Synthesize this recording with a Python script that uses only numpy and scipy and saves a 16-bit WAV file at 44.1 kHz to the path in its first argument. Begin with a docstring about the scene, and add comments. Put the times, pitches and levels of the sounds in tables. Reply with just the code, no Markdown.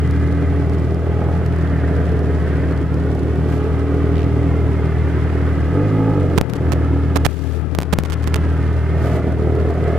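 """An inline-four motorcycle idles through an open exhaust, with one blip of the throttle.
Each firing rings the pipe and drags a puff of gas; cam chain and tappets clatter and hiss.
A second bike hums nearby, under a faint whine. The tone shifts as the rider, who wears a
two-port microphone, looks around, and cloth brushes past it. After the blip something rubs
the microphone housing: it scrapes, thumps and covers the right port."""
import sys
import numpy as np
from scipy import signal
from scipy.fft import rfft, irfft, next_fast_len
from scipy.io import wavfile
from scipy.ndimage import map_coordinates

SR = 44100
rng = np.random.default_rng(int(sys.argv[2]) if len(sys.argv) > 2 else 0)


def master(y):
    """Save y as 16-bit WAV."""
    cut = np.clip(np.atleast_2d(y).T, -1, 1)
    pcm = np.round(cut * 32767)  # scale
    wavfile.write(sys.argv[1], SR, pcm.astype(np.int16))


N = 440118
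T = np.arange(N) / SR

# Likeness of the two ports. Each row: frequency in Hz, correlation.
PORT_CORRELATION = [(30, 0.68), (100, 0.45), (400, 0.93), (1200, 0.9), (2500, 0.61), (5000, 0.049),
                    (15000, 0.09)]
# Idle speed. Each row: time in seconds, firings per second.
IDLE_HZ = [(0.0, 39.99), (1.42, 40.61), (1.76, 39.71), (2.98, 38.3), (3.48, 39.36), (3.62, 38.79),
           (3.92, 40.02), (4.54, 40.2), (4.68, 39.25), (5.5, 39.78), (5.68, 38.32), (6.5, 38.28),
           (6.68, 39.22), (7.14, 39.64), (7.24, 38.82), (9.18, 39.73), (9.32, 38.94), (9.98, 39.7)]

# Exhaust layers as the rider moves and looks around. Each row: time in seconds, gain in dB.
BOOM_DB = [(0, -17), (.5, -18), (1.2, -18.5), (1.8, -17.5), (2.5, -17.5), (3.2, -19.5), (4.2, -17.5),
           (5.7, -18), (6.3, -18.5), (6.8, -17), (8.0, -18.5), (8.6, -17), (9.3, -18.5), (9.98, -17.5)]
DRONE_DB = [(0, -18.5), (.35, -20), (1.4, -19), (2.3, -21), (4.2, -17.5), (7.1, -19.5), (7.9, -22),
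            (8.8, -19), (9.98, -19.5)]
BARK_DB = [(0, -24), (1.25, -19), (1.55, -23.5), (2.0, -19.5), (3.3, -19.5), (4.4, -19.5), (4.75, -21.5),
           (5.6, -20), (6.1, -19.5), (6.4, -16.5), (7.1, -22), (7.4, -21.5), (8.92, -23.5), (9.07, -16),
           (9.35, -16), (9.98, -19)]
HOOT_DB = [(0, -6), (.6, -5), (1.05, -20.5), (1.65, -7.5), (2.2, -11), (2.85, -5), (3.4, -9.5), (4.1, -7),
           (4.6, -8), (4.9, -13.5), (5.6, -9), (5.78, -12), (6.0, -8.5), (6.2, -12.5), (6.6, -12),
           (7.1, -5), (7.7, -10), (8.9, -11.5), (9.98, -20.5)]  # within the bark
GROWL_DB = [(0, -6), (1.1, -7), (1.65, -10), (2.3, -5.5), (2.6, -11.5), (3.1, -10.5), (3.6, -7.5),
            (4.1, -4.5), (4.6, -6.5), (5.3, -9.5), (5.65, -16), (6.1, -15.5), (6.9, -19), (7.4, -10.5),
            (7.8, -12.5), (8.8, -10), (9.1, -14), (9.38, -10.5), (9.55, -5.5), (9.98, -4.5)]  # within the bark
SNARL_DB = [(0, -52), (.65, -42), (.98, -51), (1.25, -37), (1.5, -48.5), (3.3, -49), (3.5, -38),
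            (3.75, -45.5), (4.4, -44.5), (4.7, -46), (5.68, -50), (5.78, -36.5), (5.87, -45), (6.03, -33),
            (6.15, -34), (6.25, -45), (8.9, -49.5), (9.1, -42), (9.3, -50), (9.98, -56)]
# Pipe drone. Each row: multiple of the firing rate, gain in dB, dB added at open throttle.
DRONE_ORDERS = [(1, -20, 12), (3, -3.5, 3.5), (4, -6.5, -2), (5, -16.5, -11), (6, -19, -13)]
# Close pair of pipe resonances. Each row: frequency in Hz, width in Hz, gain in dB.
GROWL_MODES = [(395.7, 67, -2.5), (425.9, 34.4, -7.5)]
# Lesser pipe resonances. Each row: frequency in Hz, width in Hz, gain in dB, dB added at open throttle.
LESSER_MODES = [(362.3, 56, -15.5, -7.5), (483.2, 41, -19.5, 1.5), (619.4, 41, -23.5, -6.5),
                (683.8, 49, -24.5, -8), (1216, 107, -35.5, 5.5)]
# Their tilt as the head turns. Each row: time in seconds, dB per octave about 400 Hz (flat above 650 Hz).
LESSER_TILT = [(0, 0), (.7, 6), (1., 4), (1.4, 5), (1.8, 7.5), (2.3, 6), (2.9, -5), (3.5, 2), (4.5, 3),
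               (5.3, 0), (6, 0.5), (6.9, -2), (7.8, -7), (8.85, 6), (9.1, 14), (9.4, 1.5), (9.98, 18.5)]
# Harder exhaust pops. Each row: start in seconds, gain within the bark in dB.
POPS = [(1.066, 1), (1.285, 1)]

# Noise colours. Each row: frequency in Hz, relative density in dB.
PUFF_SPECTRUM = [(25, -9), (45, 0), (90, -2), (135, -9), (180, -1), (225, 2), (300, 1.5), (420, 0),
                 (480, -3.5), (700, -9), (950, -17.5), (1500, -55.5)]  # gas rushing out
RUMBLE_SPECTRUM = [(25, -12), (60, -10), (100, 2), (135, 4), (165, 1), (200, -6), (260, -32.5), (500, -62)]  # uneven burning
CLATTER_SPECTRUM = [(300, -44), (700, -2), (980, 5), (1270, 5.5), (1450, 3.5), (1800, 1.5), (2060, -7),
                    (2400, -4.5), (3300, -11), (4500, -32), (8000, -49.5)]  # valve gear and cam chain
HISS_SPECTRUM = [(1200, 8), (3300, 11), (5000, 8), (6500, 3), (9000, 0.5), (12000, -3), (14500, -24),
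                 (15800, -37)]
TICK_SPECTRUM = [(1500, -16), (3200, -3), (4500, 7), (6500, -1), (9000, -2), (13000, -7), (15500, -22)]
BUZZ_SPECTRUM = [(1200, -15), (2300, 4), (3200, 4), (4200, -5), (5800, -8), (8000, -20), (14000, -32)]

# Engine cover resonances: low, whirr, top. Each row: frequency in Hz, width in Hz, gain in dB.
COVER_MODES = [(1310, 170, -6.5), (1680, 490, -5), (2049, 250, -9.5)]
# Clatter and its upper two resonances as the head turns. Each row: time in seconds, gain in dB.
CLATTER_DB = [(0, -35.5), (.9, -37), (1.95, -36), (2.23, -36.5), (2.53, -34), (2.8, -36.5), (3.05, -37),
              (3.55, -35), (4.6, -35.5), (5.1, -34.5), (6.7, -36), (7.8, -38), (8.5, -35), (8.9, -36.5),
              (9.1, -32.5), (9.45, -38), (9.98, -33.5)]
WHIRR_DB = [(0, -2), (.4, 4), (.75, -6), (1.0, -4), (1.5, 0), (1.72, 6.5), (2.05, 4.5), (2.3, 1.5),
            (2.55, 2.5), (3.0, -2), (3.4, -8.5), (4.6, -7), (5.15, 0.5), (5.9, 0.5), (6.3, -8), (6.75, 2.5),
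            (7.0, -6), (8.8, 0), (9.4, -3.5), (9.98, 2)]
TOP_RING_DB = [(0, 2.5), (.6, 3.5), (1.1, -1), (1.7, 1), (2.2, -4), (2.6, 1), (3.1, -3), (4.1, 1.5),
               (5.5, 1.5), (6.2, 0), (7.6, -5), (9.1, 3), (9.98, 2)]
# Ground bounce of the clatter. Each row: time in seconds, extra path in metres.
GROUND_PATH_M = [(0, 0.84), (1.4, 0.906), (1.9, 1.82), (2.5, 1.46), (3.0, 0.93), (4.4, 0.86), (5.0, 1.17),
                 (5.6, 0.84), (7.5, 0.8), (8.6, 1.09), (9.2, 1.17), (9.98, 0.81)]
# Unevenness of the tappets. Each row: time in seconds, scatter in dB.
TAPPET_SCATTER_DB = [(0, 7.5), (3.4, 7.5), (4.4, 5), (5.8, 5), (6.1, 8), (8.9, 6), (9.4, 8)]
# Stray engine ticks. Each row: start in seconds, relative level in dB.
TICKS = [(0.0762, -34), (0.1105, -29), (0.1994, -36), (0.6973, -33), (0.7976, -37), (0.946, -31),
         (1.4631, -30), (1.5634, -34), (1.5868, -35), (2.1924, -32), (2.9432, -33), (3.1507, -34),
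         (3.3578, -37), (9.3227, -37), (9.5537, -36), (9.7074, -35)]
# Brief dips of the whole engine sound. Each row: centre in seconds, depth in dB.
ENGINE_DIPS = [(1.0, 2), (2.87, 2), (3.86, 1.5), (7.37, 4.5), (7.85, 2.5), (9.22, 2.5), (9.38, 2),
               (9.76, 1.5)]

# Hum of the second bike. Each row: multiple of its firing rate, gain in dB.
SECOND_BIKE_ORDERS = [(4, -33.5), (5, -30.5), (6, -48)]
# Second bike as the rider turns. Each row: time in seconds, gain in dB.
SECOND_BIKE_DB = [(0, 7.5), (1.1, -3), (1.4, 4.5), (3.1, 2.5), (3.6, -3.5), (5.7, -3), (6.6, -3),
                  (8.7, 0.5), (9.1, -2), (9.98, 0)]
# Thin whine. Each row: frequency in Hz, level in dB.
WHINE_TONES = [(7193, -77), (10789, -75.5), (14385, -83)]

# Cloth strokes. Each row: start in seconds, length in seconds, level in dB, lean to the right in dB.
RUSTLES = [(3.468, 0.13, -44.5, 0), (7.2, 0.46, -46, 8.5), (8.97, 0.25, -43, 1)]
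# Scrapes on the housing. Each row: start in seconds, length in seconds, level at the right port in dB.
SCRAPES = [(6.377, 0.009, -14), (6.499, .005, -34), (6.55, 0.022, -35), (6.717, 0.021, -26),
           (7.156, 0.007, -16.5), (7.163, 0.013, -22), (7.2485, 0.009, -13), (7.261, 0.005, -18),
           (7.829, 0.006, -25), (7.924, 0.015, -22), (7.993, .018, -38), (8.047, 0.017, -30),
           (8.104, .008, -31), (8.118, 0.028, -27), (8.221, 0.03, -34), (8.264, 0.023, -34),
           (8.3405, 0.005, -14), (8.362, 0.006, -28)]
# Thumps as the port seals and opens. Each row: start in seconds, signed pressure, time scale in ms,
# share at the left port, share that rebounds.
THUMPS = [(6.378, 3.5, 0.71, 0.11, 0.25), (6.385, 1.3, .8, .1, 0), (6.4127, -1.96, 1, 0.3, 0.02),
          (6.4985, -.17, 1, .2, 0), (6.5361, -0.4, .33, .1, 0), (6.7209, .85, .7, .1, 0),
          (6.7345, .4, .7, .1, 0), (7.1627, 3.5, 0.21, 0.022, 0.97), (7.173, 0.7, 0.36, 0.046, 0.025),
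          (7.2579, 1.5, 1.6, .12, 0), (7.2639, 3, 0.12, 0.11, 0.036), (7.2651, 0.7, 1.6, 0.75, 0),
          (7.7501, 0.55, 0.7, 0.12, 0.22), (7.7877, -1.4, 0.82, 0.5, 0.025), (7.8038, 0.22, 0.6, 1, 0),
          (7.815, -.22, .8, .7, 0), (7.8222, -0.27, .9, 1, 0), (7.9304, -2, 0.58, 0.22, 0.85),
          (7.9381, 0.9, 1.1, .3, 0), (7.9875, -1.63, 1.1, 0.38, 0.073), (8.0367, -0.26, 0.8, .52, 0),
          (8.1006, .33, 0.9, .11, 0), (8.2754, 0.6, 1.4, 0.057, 0.4), (8.359, -.6, 1.1, 0.23, 0),
          (8.3629, .4, .7, .1, 0), (8.3643, 0.3, 1, .2, 0)]
# Right port covered. Each row: start in seconds, end of hold in seconds, bass loss in dB,
# release in seconds.
PORT_COVERINGS = [(6.38, 6.514, 17.5, 0.1), (7.24, 7.7, 19.5, 0.54), (7.8, 8.085, 13, 0.24)]


def amp(db):
    """Decibels to gain."""
    return 10 ** (np.asarray(db) / 20)


def unit_rms(x):
    """Scales to rms 1."""
    return x / np.sqrt(np.mean(x ** 2) + 1e-20)


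def curve(rows):
    """A time table, sample by sample."""
    return np.interp(T, *np.transpose(rows))


def at_hz(spectrum, hz):
    """Interpolates on a log-frequency axis."""
    table_hz, value = np.transpose(spectrum)
    return np.interp(np.log(hz + 1), np.log(table_hz + 1), value)


def add(mix, start_s, sound):
    """Mixes a sound in, in place."""
    part = mix[..., max(round(start_s * SR), 0):][..., :sound.shape[-1]]
    part += sound[..., :part.shape[-1]]


def colour(x, spectrum, size=8192):
    """Minimum-phase filter with the given spectrum."""
    log_gain = np.log(amp(at_hz(spectrum, abs(np.fft.fftfreq(size, 1 / SR)))))
    taps = np.fft.ifft(np.exp(np.conj(signal.hilbert(log_gain)))).real[:size // 2]
    return signal.oaconvolve(np.atleast_2d(x), taps[None], axes=1)[:, :N]


def port_noise(spectrum, envelope=1):
    """Coloured noise at both ports, rms 1, least alike in the treble."""
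    size = next_fast_len(N)
    left, other = rfft(rng.standard_normal((2, size)))
    alike = np.clip(at_hz(PORT_CORRELATION, np.fft.rfftfreq(size, 1 / SR)), 0, 1)
    white = irfft([left, alike * left + np.sqrt(1 - alike ** 2) * other], size)[:, :N]
    return unit_rms(colour(white * envelope, spectrum))


def drift(rate_hz, count=2000):
    """Smooth random wander, rms 1."""
    coarse_s = T[::16]
    wander = map_coordinates(rng.standard_normal(count), [coarse_s * rate_hz], order=2, mode="wrap")
    return unit_rms(np.interp(T, coarse_s, wander))


def panned(x, right_db):
    """Leans a sound to the right."""
    return x * amp(np.array([[-right_db], [right_db]]) / 2)


def dip_db(centre_s, depth_db, half_s=.05):
    """A bell-shaped loss."""
    return -depth_db * np.exp(-((T - centre_s) / half_s) ** 2)


def firing_rate_hz(open_s=5.68, shut_s=6.09, blip_hz=16.5, rev_up_s=.11, run_down_s=.17):
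    """The idle hunts slightly; the blip revs up quickly and runs down more slowly."""
    opened_s = np.clip(T - open_s, 0, shut_s - open_s)
    blip = (1 - np.exp(-opened_s / rev_up_s)) * np.exp(-np.maximum(T - shut_s, 0) / run_down_s)
    return curve(IDLE_HZ) + .1497 * drift(5) + blip_hz * blip


def firings(cycles, uneven_db=.9, scatter_db=1.1, jitter_s=.0001):
    """One pulse a firing, the cylinders unequal; also their strength as an envelope."""
    onsets = np.flatnonzero(np.diff(np.floor(cycles))) + 1
    scatter, jitter = rng.standard_normal((len(onsets), 2)).T
    cylinder_db = uneven_db * np.cos(np.pi * np.arange(len(onsets)) / 2)
    strength = amp(cylinder_db + scatter_db * np.minimum(scatter, 1))
    pulses = np.zeros(N)
    pulses[np.clip(onsets + np.round(jitter_s * SR * jitter).astype(int), 0, N - 1)] = -strength
    return pulses, np.interp(np.arange(N), onsets, strength)


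def boom(cycles):
    """Exhaust tone at twice the firing rate; drops out while the housing is pressed."""
    tone = -np.sqrt(2) * np.cos(4 * np.pi * cycles + .12 * drift(25))
    return tone * amp(curve(BOOM_DB) + dip_db(6.52, depth_db=13, half_s=.075) + drift(32))


def drone(cycles, throttle):
    """Low firing harmonics in the pipe, steadier at open throttle."""
    wander = 1 - .9 * throttle
    tone = np.zeros(N)
    for order, db, open_db in DRONE_ORDERS:
        gain = amp(db + open_db * throttle + 2 * wander * drift(20))
        tone -= gain * np.cos(2 * np.pi * round(order) * cycles + .09 * order * wander * drift(20))
    return tone * amp(curve(DRONE_DB) - .5 * throttle)


def resonance(x, hz, width_hz, throttle, heat_rise=.02):
    """A steep pipe resonance, rms 1; hot gas under throttle raises its pitch."""
    carrier = np.exp(2j * np.pi * np.cumsum(hz * (1 + heat_rise * throttle)) / SR)
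    pole = np.exp(-np.pi * width_hz / SR)
    return unit_rms((carrier * signal.lfilter([1], [1, -2 * pole, pole * pole], x / carrier)).imag)


def pipe(drive, throttle, hoot_hz=279.4, hoot_width_hz=41):
    """The pipe rings: a hollow hoot, a growl above it, and lesser resonances."""
    def wavering(note, waver_s):
        return np.interp(T + waver_s * (1 - throttle / 2) * drift(16), T, note)

    hoot = wavering(resonance(drive, hoot_hz, hoot_width_hz, throttle), .00017)
    growl = sum(wavering(resonance(drive, hz, width_hz, throttle), .0004) * amp(db)
                for hz, width_hz, db in GROWL_MODES)
    lesser = np.zeros(N)
    for hz, width_hz, db, open_db in LESSER_MODES:
        tilt_db = curve(LESSER_TILT) * np.log2(min(hz, 650) / 400)
        lesser += resonance(drive, hz, width_hz, throttle) * amp(db + open_db * throttle + tilt_db)
    return growl * amp(curve(GROWL_DB)) - hoot * amp(curve(HOOT_DB)) + wavering(lesser, .00017)


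def exhaust(firing_hz, cycles, lead_cycles=.15, echo_s=.0071):
    """Each firing rings the pipe and drags a puff of gas, over boom, rumble and drone."""
    throttle = np.clip((firing_hz - 40.5) / 6.5, 0, 1) ** .7
    pulses, strength = firings(cycles + lead_cycles)
    tones = boom(cycles) + drone(cycles, throttle)
    gas_flow = 1 + np.exp(-(cycles % 1) / 1.1)
    puffs = port_noise(PUFF_SPECTRUM, gas_flow * strength) * amp(-8 - 9 * throttle)
    rumble = port_noise(RUMBLE_SPECTRUM, gas_flow) * amp(-31.5 - 2.6 * throttle)
    pipe_echoes = .3 * np.interp(T - echo_s, T, pulses) + .08 * np.interp(T - 2 * echo_s, T, pulses)
    pulses = unit_rms(pulses + pipe_echoes)
    gust = np.exp(-((cycles + lead_cycles) % 1) / .45)
    turbulence = unit_rms(gust * rng.standard_normal(N)) * (1 - throttle / 2)
    bark = pipe(pulses + .47 * turbulence, throttle) + puffs + pops()
    bark *= amp(curve(BARK_DB) + 8.5 * throttle)
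    snarl = resonance(pulses + turbulence, hz=828.6, width_hz=74, throttle=throttle)
    return tones + rumble + panned(bark + snarl * amp(curve(SNARL_DB)), right_db=1.5)


def valve_clatter():
    """Valve gear and cam chain rattle and ring the engine covers."""
    rattle = amp(1.1 * drift(130))
    clatter = port_noise(CLATTER_SPECTRUM, rattle)
    swells_db = [2.3 * np.tanh(drift(3.7)), curve(WHIRR_DB), curve(TOP_RING_DB)]
    for (hz, width_hz, db), swell_db in zip(COVER_MODES, swells_db):
        band = signal.butter(2, [hz - width_hz / 2, hz + width_hz / 2], "band", fs=SR)
        drive = rattle * (rng.standard_normal(N) + .21 * rng.standard_normal((2, N)))
        clatter += unit_rms(signal.lfilter(*band, drive)) * amp(db + swell_db)
    return unit_rms(ground_bounce(clatter)) * amp(curve(CLATTER_DB) - 1)


def ground_bounce(x, share=.42, sound_m_per_s=343):
    """The reflected path changes as the rider moves, sweeping a comb at each port."""
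    delay_s = curve(GROUND_PATH_M) / sound_m_per_s
    return np.array([port + share * np.interp(T - delay_s * (1 + .03 * drift(3)), T, port) for port in x])


def tappet_hiss(cycles, level_db=-50, follow_share=.71):
    """Two uneven taps a firing pulse a hiss that partly follows the clatter's level."""
    scatter_db = curve(TAPPET_SCATTER_DB) * np.tanh(drift(74) / 2) * 2
    taps = np.exp(-((2 * cycles) % 1) / .31) * amp(scatter_db)
    clatter_db = curve(CLATTER_DB)
    hiss_db = level_db + follow_share * (clatter_db - clatter_db.mean())
    return port_noise(HISS_SPECTRUM, 1 + .83 * taps) * amp(hiss_db)


def second_bike(firing_hz=33.8):
    """Firing harmonics of a rough, slower idle further off."""
    cycles = np.cumsum(firing_hz + .7 * drift(4)) / SR
    hum = sum(amp(db + 3 * drift(16)) * np.sin(2 * np.pi * round(order) * cycles + .8 * drift(18))
              for order, db in SECOND_BIKE_ORDERS)
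    return hum * amp(curve(SECOND_BIKE_DB))


def whine():
    """Faint high tones that flutter slightly."""
    return sum(amp(db + 2 * drift(17)) * np.sqrt(2) * np.sin(2 * np.pi * hz * T + .5 * drift(13))
               for hz, db in WHINE_TONES)


def ticks(gain_db=10, ring_s=.0007, ring_share=.13):
    """Crisp clicks of metal, each with a very short ring."""
    out, t = np.zeros((2, N)), T[:SR // 200]
    for start_s, db in TICKS:
        ring = ring_share * rng.standard_normal((2, len(t))) * np.exp(-t / ring_s)
        add(out, start_s, amp(db + gain_db) * ((t == 0) + ring))
    return colour(out, TICK_SPECTRUM)


def pops(decay_s=.0062):
    """Harder pops in the exhaust: short bursts of dull noise."""
    envelope = np.zeros(N)
    for start_s, db in POPS:
        add(envelope, start_s, amp(db) * np.exp(-T[:900] / decay_s))
    return envelope * port_noise([(150, -38), (400, 28), (1000, 16), (3000, -28)])


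def rustle():
    """Cloth brushes near the ports with a grainy hiss."""
    grain = amp(3.1 * drift(440, count=5000))
    hiss = port_noise([(800, 3.5), (3000, -2.5), (7000, -9), (14500, -15), (16000, -21)], grain)
    out = np.zeros((2, N))
    for start_s, length_s, db, right_db in RUSTLES:
        stroke = hiss[:, round(start_s * SR):][:, :round(length_s * SR)]
        add(out, start_s, panned(stroke, right_db) * amp(db) * signal.windows.tukey(stroke.shape[1], .5))
    return out


def buzz(start_s=4.156, length_s=.095, rate_hz=80, decay_s=.0024, gain_db=-40):
    """A loose part rasps in a quick run of taps."""
    taps = np.zeros(N)
    for tap_s in np.arange(start_s, start_s + length_s, 1 / rate_hz):
        add(taps, tap_s, 2 * np.exp(-T[:SR // 50] / decay_s))
    return port_noise(BUZZ_SPECTRUM) * taps * amp(gain_db)


def scrapes(slip_hz=900, scatter_db=4.5, hiss_share=.09, left_share=.16):
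    """Stick-slip on the housing: bursts of one-sided spikes."""
    slip_count = np.cumsum(slip_hz * np.exp(.6 * drift(700))) // SR
    slipping = np.diff(slip_count, prepend=0) > 0
    slips = slipping * amp(scatter_db * rng.standard_normal(N)) + hiss_share * rng.standard_normal(N)
    spikes = signal.lfilter(*signal.butter(1, [180, 1100], "band", fs=SR), slips)
    out = np.zeros((2, N))
    for start_s, length_s, db in SCRAPES:
        burst = spikes[round(start_s * SR):][:round(length_s * SR)]
        burst = unit_rms(burst * signal.windows.tukey(len(burst), .5))
        add(out, start_s, np.outer([left_share, 1], amp(db) * burst))
    return out


def thumps(rebound_s=.0049):
    """Pressure steps at the port leak away with an undershoot; a hard contact bounces once."""
    out, t = np.zeros((2, N)), T[:SR // 40]
    for start_s, pressure, scale_ms, left_share, rebound_share in THUMPS:
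        age = t / (scale_ms / 1000)
        roughness = 1 + .028 * rng.standard_normal(len(t))
        step = pressure * (1 - .48 * age) * np.exp(-.58 * age) * roughness
        thump = np.outer([left_share, 1], step)
        add(out, start_s, thump)
        add(out, start_s + rebound_s, rebound_share * thump)
    return out


def cover_right_port(x, seal_s=.021, leak_hz=52, split_hz=600):
    """The right port always leaks a little bass; covered, it is quieter, most of all in the bass."""
    loss_db = np.zeros(N)
    for start_s, end_s, depth_db, release_s in PORT_COVERINGS:
        sealed = np.clip(np.minimum((T - start_s) / seal_s, 1 - (T - end_s) / release_s), 0, 1)
        loss_db = np.maximum(loss_db, depth_db * sealed)
    right = signal.lfilter(*signal.butter(1, leak_hz, "high", fs=SR), x[1]) * amp(.7)
    bass = signal.lfilter(*signal.butter(1, split_hz, fs=SR), right)
    return np.array([x[0], bass * amp(-loss_db) + (right - bass) * amp(-.7 * loss_db)])


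def scene():
    """Both bikes at the two ports, plus contact noise on the housing."""
    firing_hz = firing_rate_hz()
    cycles = np.cumsum(firing_hz) / SR  # one cycle a firing
    engine = exhaust(firing_hz, cycles)
    engine += panned(valve_clatter() + tappet_hiss(cycles) + ticks() + buzz(), right_db=1)
    engine *= amp(sum(dip_db(centre_s, depth_db) for centre_s, depth_db in ENGINE_DIPS))
    return cover_right_port(engine + second_bike() + whine()) + thumps() + scrapes() + rustle()


def record(dry, cutoff_hz=15700):
    """The thumps overload at full scale; a low-pass follows."""
    low_pass = signal.firwin(255, cutoff_hz, window=("kaiser", 9), fs=SR)
    return signal.oaconvolve(np.clip(dry, -1, 1), low_pass[None], "same")


dry = scene()
out = record(dry)
master(out)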